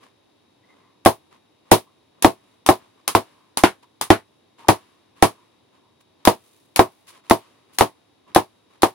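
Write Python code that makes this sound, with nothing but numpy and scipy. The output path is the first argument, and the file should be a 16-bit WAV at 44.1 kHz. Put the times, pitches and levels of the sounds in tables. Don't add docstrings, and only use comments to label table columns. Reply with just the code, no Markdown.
import sys
import numpy as np
from scipy import signal
from scipy.fft import irfft, next_fast_len
from scipy.io import wavfile

SR = 44100
rng = np.random.default_rng(int(sys.argv[2]) if len(sys.argv) > 2 else 0)


def materialize(psi):
    bounded = np.clip(np.atleast_2d(psi).T, -1, 1)
    quanta = np.round(bounded * 32767).astype(np.int16)
    wavfile.write(sys.argv[1], SR, quanta)


N = 394254

# start_s, blast_db, blast_tilt_db_per_octave, first_swing_db (relative to the blast), rubber_db,
# rubber_tilt_db_per_octave, swell_db (peak level of the background swell after the pop)
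BURSTS = [(1.06, -7, -1, 0, 4.5, 3, -63), (1.7168, -5.5, -3, -3, 9, 2, -64.5),
          (2.246, -7.5, -2.5, 1.5, 1.5, 1.5, -58), (2.6891, -8, -0.5, -4.5, 1.5, 1.5, -54),
          (3.1505, -11.5, -1.5, -5, 0, 0.5, -51.5), (3.6372, -12, -1.5, 6, 7, -7.5, -64),
          (4.1037, -7.5, -3, 3, 6, -8, -67), (4.6881, -8.5, -1, -2, 1.5, -0.5, -51.5),
          (5.2258, -8.5, -1.5, -2.5, 0, -1, -54.5), (6.2736, -8, -1, -1, 3, 1.5, -61.5),
          (6.793, -7.5, -0.5, -2.5, -0.5, 2, -58), (7.31, -10, -1.5, -1.5, -1, 2, -50),
          (7.8095, -10.5, -1, -3.5, -1, 0.5, -62.5), (8.361, -9.5, -1, -4, -2, 0.5, -60.5),
          (8.8326, -11, 0, -4, -2.5, 1, -62)]
# frequency_hz, density_db_per_hz (relative)
RUBBING_COLOUR = [(60, -22.5), (300, -2), (600, -4.5), (850, -5), (1050, 3.5), (1400, -7.5), (3000, -8),
                  (6000, -17), (11000, -23), (16000, -29)]

POP_TIME = np.arange(int(.3 * SR)) / SR
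ROOM_T60_S, TREBLE_T60_S = 0.12, 0.14
PORT_LAG_S = .00007


def from_db(db):
    return 10 ** (np.asarray(db) / 20)


def at_hz(points, hz):
    points = np.array(points)
    return np.interp(np.log(hz), np.log(points[:, 0]), points[:, 1])


def tilted(spectrum, tilt, low_hz, high_hz):
    middle_hz = np.sqrt(low_hz * high_hz)
    return [(hz, db + tilt * np.log2(np.clip(hz, low_hz, high_hz) / middle_hz)) for hz, db in spectrum]


def add(out, s, sound):
    start = max(round(s * SR), 0)
    out[:, start:start + sound.shape[-1]] += sound[..., :N - start]


def dying(t60, t=POP_TIME):
    return np.exp(-np.log(1000) * t / t60)


def wash(t60, build_s):
    return (1 - np.exp(-POP_TIME / build_s)) * dying(t60)


def stroke(length_s):
    progress = np.linspace(0, 1, int(length_s * SR))
    return np.sin(np.pi * np.sqrt(progress)) ** 2


def grainy(envelope, grain_db, per_s):
    place = np.arange(len(envelope)) * per_s / SR
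    steps = rng.standard_normal(int(place[-1]) + 2)
    level_db = grain_db * np.interp(place, np.arange(len(steps)), steps)
    return envelope * from_db(level_db)


def ring(hz, t60, phase=0):
    return np.sin(2 * np.pi * hz * POP_TIME + phase) * dying(t60)


def noise(spectrum, size, tilt=0):
    # frequency_hz, correlation
    likeness = [(100, 1), (350, 0.095), (700, 0.045), (1400, 0.59), (3000, .15), (6000, 0), (16000, 0)]
    padded = next_fast_len(size)
    hz = np.maximum(np.fft.rfftfreq(padded, 1 / SR), 1)
    alike = np.clip(at_hz(likeness, hz), -1, 1)
    mid, side = np.exp(2j * np.pi * rng.random((2, len(hz))))
    both = np.sqrt(1 + alike) * mid + np.sqrt(1 - alike) * side * [[1], [-1]]
    colour = from_db(at_hz(spectrum, hz) + tilt * np.log2(hz))
    x = irfft(both * colour, padded)[:, :size]
    return x / np.sqrt(np.mean(x ** 2))


def burst(spectrum, envelope, tilt=0):
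    x = noise(spectrum, len(envelope), tilt) * envelope
    return x * np.sqrt(np.mean(envelope ** 2) / np.mean(x ** 2))


def background(hush_db=-61.5):
    # frequency_hz, level_db (rms)
    whine_tones = [(3510, -84.5), (3666, -85), (3779, -80.5), (3828, -78), (10724, -92.5)]
    # frequency_hz, density_db_per_hz (relative)
    hush_colour = [(30, -18.5), (60, -17), (100, -2.5), (160, -9), (310, -1.5), (520, -8.5), (800, -11),
                   (1000, -10.5), (1400, -20.5), (3600, -18), (5500, -24.5), (8000, -33.5), (10500, -34),
                   (16000, -39.5)]
    t = np.arange(N) / SR
    whine = 0
    for hz, db in whine_tones:
        whine = whine + np.sqrt(2) * from_db(db) * np.sin(2 * np.pi * (hz * t + rng.random()))
    return from_db(hush_db) * noise(hush_colour, N) + whine


def swells(rise_s=.03, dull_t60_s=1.2, hiss_db=-71, hiss_t60_s=1.3):
    # frequency_hz, density_db_per_hz (relative)
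    hiss_colour = [(1500, -20), (4500, -1), (10000, 1), (16000, -9.5)]
    t = np.arange(N) / SR
    dull_power, hiss_power = np.zeros(N), np.zeros(N)
    for s, *_, swell_db in BURSTS:
        since = np.maximum(t - s, 0)
        swell = 1 - np.exp(-since / rise_s)
        dull_power += (from_db(swell_db) * swell * dying(dull_t60_s, since)) ** 2
        hiss_power += (from_db(hiss_db) * swell * dying(hiss_t60_s, since)) ** 2
    dull = np.sqrt(dull_power) * noise(RUBBING_COLOUR, N)
    airy = np.sqrt(hiss_power) * noise(hiss_colour, N)
    return dull + airy


def rustles():
    # start_s,
    # length_s, level_db, tilt_db_per_octave
    rubs = [(.0, 0.15, -54.5, -0.5), (.64, 0.4, -61, -2), (1.305, 0.11, -54.5, -1), (1.65, 0.14, -58.5, -1),
            (2.13, 0.24, -62.5, -4), (2.423, 0.26, -66, 1), (2.788, 0.14, -57, -2.5),
            (2.951, 0.18, -64, -1.5), (3.822, 0.041, -54, 0), (4.576, 0.15, -50, -0.5),
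            (4.669, 0.033, -43, -3), (5.151, 0.19, -55, 0), (5.72, 0.12, -60, -2),
            (6.002, 0.036, -59.5, 3.5), (6.18, 0.21, -64.5, -1), (6.35, 0.55, -62, 6.5),
            (6.859, .3, -66, 8), (7.066, 0.09, -46, 4), (7.116, 0.13, -52.5, 0.5), (7.234, .14, -56, 0.5),
            (7.68, 0.16, -61, -1.5), (7.726, 0.091, -54.5, 6.5), (8.265, 0.13, -54.5, -2.5),
            (8.691, 0.19, -60, -0.5)]
    out = np.zeros((2, N))
    for s, length_s, db, tilt in rubs:
        slipping = grainy(stroke(length_s), grain_db=3, per_s=300)
        add(out, s, from_db(db) * burst(RUBBING_COLOUR, slipping, tilt))
    return out


def squeaks(width_hz=170):
    # start_s, length_s, pitch_hz, level_db
    drags = [(.63, .04, 2010, -65), (0.682, 0.1, 2050, -61), (0.768, 0.25, 2040, -73),
             (.79, 0.28, 1070, -66), (1.861, 0.1, 1060, -61), (3.321, 0.28, 1044, -65),
             (3.827, .05, 990, -57.5), (4.582, .1, 960, -55), (4.645, 0.017, 960, -39),
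             (5.358, .14, 1005, -64), (5.819, 0.19, 1000, -66), (8.263, 0.059, 1020, -58)]
    out = np.zeros((2, N))
    for s, length_s, hz, db in drags:
        swell = stroke(length_s)
        slips = rng.standard_normal(len(swell))
        b, a = signal.iirpeak(hz, hz / width_hz, fs=SR)
        tone = signal.lfilter(b, a, signal.lfilter(b, a, slips))
        add(out, s, from_db(db) * swell * tone / np.std(tone))
    return out


def snaps(wash_db=-5.0, lead_s=.003):
    # start_s, level_db, left_over_right_db
    splits = [(1.0517, -19, 2), (1.715, -11, -1), (2.2252, -14.5, -2), (2.6643, -14.5, 2.5),
              (3.079, -12, 5), (3.5735, -12.5, 3.5), (3.6369, -12, -2.5), (4.0135, -14.5, 7),
              (4.1043, -12.5, -0.5), (4.6851, -10.5, 2.5), (5.2252, -8, -5.5), (6.2531, -13, 4.5),
              (6.7617, -13.5, 2.5), (7.299, -16, -1), (7.7869, -10, 5), (8.3493, -15, 0),
              (8.8219, -17.5, 0.5)]
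    # delay_s (varied by up to a tenth), level_db (relative to the snap)
    echoes = [(.0042, -12.5), (.0085, -14.5)]
    # frequency_hz, density_db_per_hz (relative)
    snap_colour = [(40, -21), (120, -11.5), (220, -9.5), (350, -3), (600, -9), (850, 1), (1120, 1.5),
                   (1500, -8), (2200, -8), (3600, -7.5), (7000, -11), (11000, -10.5), (16000, -17)]
    out = np.zeros((2, N))
    t = POP_TIME - lead_s
    decay_s = np.where(t < 0, .004, .007)
    tearing = from_db(5) * dying(decay_s, np.abs(t))
    for s, db, pan_db in splits:
        crack = from_db(db) * burst(snap_colour, tearing, tilt=0.68)
        add(out, s - lead_s, crack * from_db([[pan_db / 2], [-pan_db / 2]]))
        for delay_s, echo_db in echoes:
            add(out, s - lead_s + delay_s * rng.uniform(.9, 1.1), crack * from_db(echo_db))
        room = burst(snap_colour, wash(TREBLE_T60_S, build_s=0.004))
        add(out, s, from_db(db + wash_db) * room)
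    return out


def air_ball(size_spread=0.068):
    # pitch_hz (for a middling balloon), level_db (relative), t60_s
    swings = [(794, 25.5, .010), (318, 16, 0.027), (1116, 21.5, .009)]
    size, side = rng.standard_normal(2)
    pitch = np.exp(size_spread * size)
    lag_s = PORT_LAG_S * side * np.array([[.5], [-.5]])
    swing = 0
    for k, (hz, db, t60) in enumerate(swings):
        sign = (-1) ** k
        swing = swing + sign * from_db(db) * ring(hz * pitch, t60, 2 * np.pi * hz * lag_s)
    return swing * (1 - dying(0.0012))


def standing_waves(modes, phases, spread_db=1.5, phase_spread=0.37):
    out = 0
    for (hz, db), phase in zip(modes, phases):
        strength, shift = rng.standard_normal(2)
        gain = from_db(db + spread_db * strength)
        out = out + gain * ring(hz, ROOM_T60_S, phase[:, None] + phase_spread * shift)
    return out * (1 - dying(.035))


def bangs(wash_db=4.0, modes_db=0.0, shreds_db=-17.5, slap_db=-10.0, slap_t60=.008):
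    # frequency_hz, level_db (relative, before tilt and spread)
    room_modes = [(106, -9), (145, -17.5), (199, -14.5), (302, -11), (369, -2), (420, -11), (440, -10),
                  (479, -9.5), (565, -13.5), (621, -5.5), (670, -2), (768, -5.5), (870, -8), (928, -6.5),
                  (997, -9.5), (1067, -11), (1117, -9)]
    # frequency_hz, density_db_per_hz (relative)
    blast_colour = [(30, -22.5), (65, -18), (105, -8), (160, -11), (230, -3), (350, 0), (500, -4), (750, 0),
                    (1050, 1), (1400, -14), (2000, -17.5), (4000, -29.5), (8000, -40.5), (16000, -42.5)]
    # frequency_hz, density_db_per_hz (relative)
    shred_colour = [(100, -10.5), (1000, -5.5), (1400, 0.5), (2200, 1), (4000, 1), (7000, -7.5),
                    (11000, -7), (16000, -8)]
    out = np.zeros((2, N))
    phases = []
    for hz, _ in room_modes:
        start_turn = rng.random()
        lag_turns = hz * PORT_LAG_S * rng.standard_normal() * np.array([1, -1])
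        phases.append(2 * np.pi * (start_turn + lag_turns))
    for s, blast_db, tilt, swing_db, rubber_db, rubber_tilt, _ in BURSTS:
        direct = from_db(swing_db) * air_ball()
        modes = from_db(modes_db) * standing_waves(tilted(room_modes, tilt, 360, 1200), phases)
        room_envelope = wash(ROOM_T60_S, build_s=0.00085)
        room = from_db(wash_db) * burst(tilted(blast_colour, tilt, 250, 1500), room_envelope)
        flying = from_db(shreds_db) * grainy(wash(TREBLE_T60_S, build_s=.0018), grain_db=1.0, per_s=360)
        slap = from_db(slap_db) * dying(slap_t60)
        rubber = burst(tilted(shred_colour, rubber_tilt, 1400, 16000), flying + slap)
        add(out, s, from_db(blast_db) * (direct + modes + room) + from_db(rubber_db) * rubber)
    return out


def scene():
    between_pops = swells() + rustles() + squeaks()
    return background() + between_pops + snaps() + bangs()


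def port(x, resonances):
    for hz, width_hz, db in resonances:
        w, gain = 2 * np.pi * hz / SR, from_db(db / 2)
        damp = np.tan(np.pi * width_hz / SR)
        b = [1 + damp * gain, -2 * np.cos(w), 1 - damp * gain]
        a = [1 + damp / gain, -2 * np.cos(w), 1 - damp / gain]
        x = signal.lfilter(b, a, x)
    return x


def record(dry, low_cut_hz=75, cutoff_hz=16000):
    # frequency_hz, width_hz, level_db
    left_port = [(4500, 3400, 1.5), (7900, 660, -4)]
    right_port = [(5400, 5100, -3.5), (10280, 3300, 10), (13640, 2200, -16.5)]
    lean = signal.sosfilt(signal.butter(2, low_cut_hz, "high", fs=SR, output="sos"), dry)
    heard = np.array([port(lean[0], left_port), port(lean[1], right_port)])
    clipped = np.clip(heard, -.97, .97)
    return signal.sosfilt(signal.ellip(10, .1, 70, cutoff_hz, fs=SR, output="sos"), clipped)


dry = scene()
out = record(dry)
materialize(out)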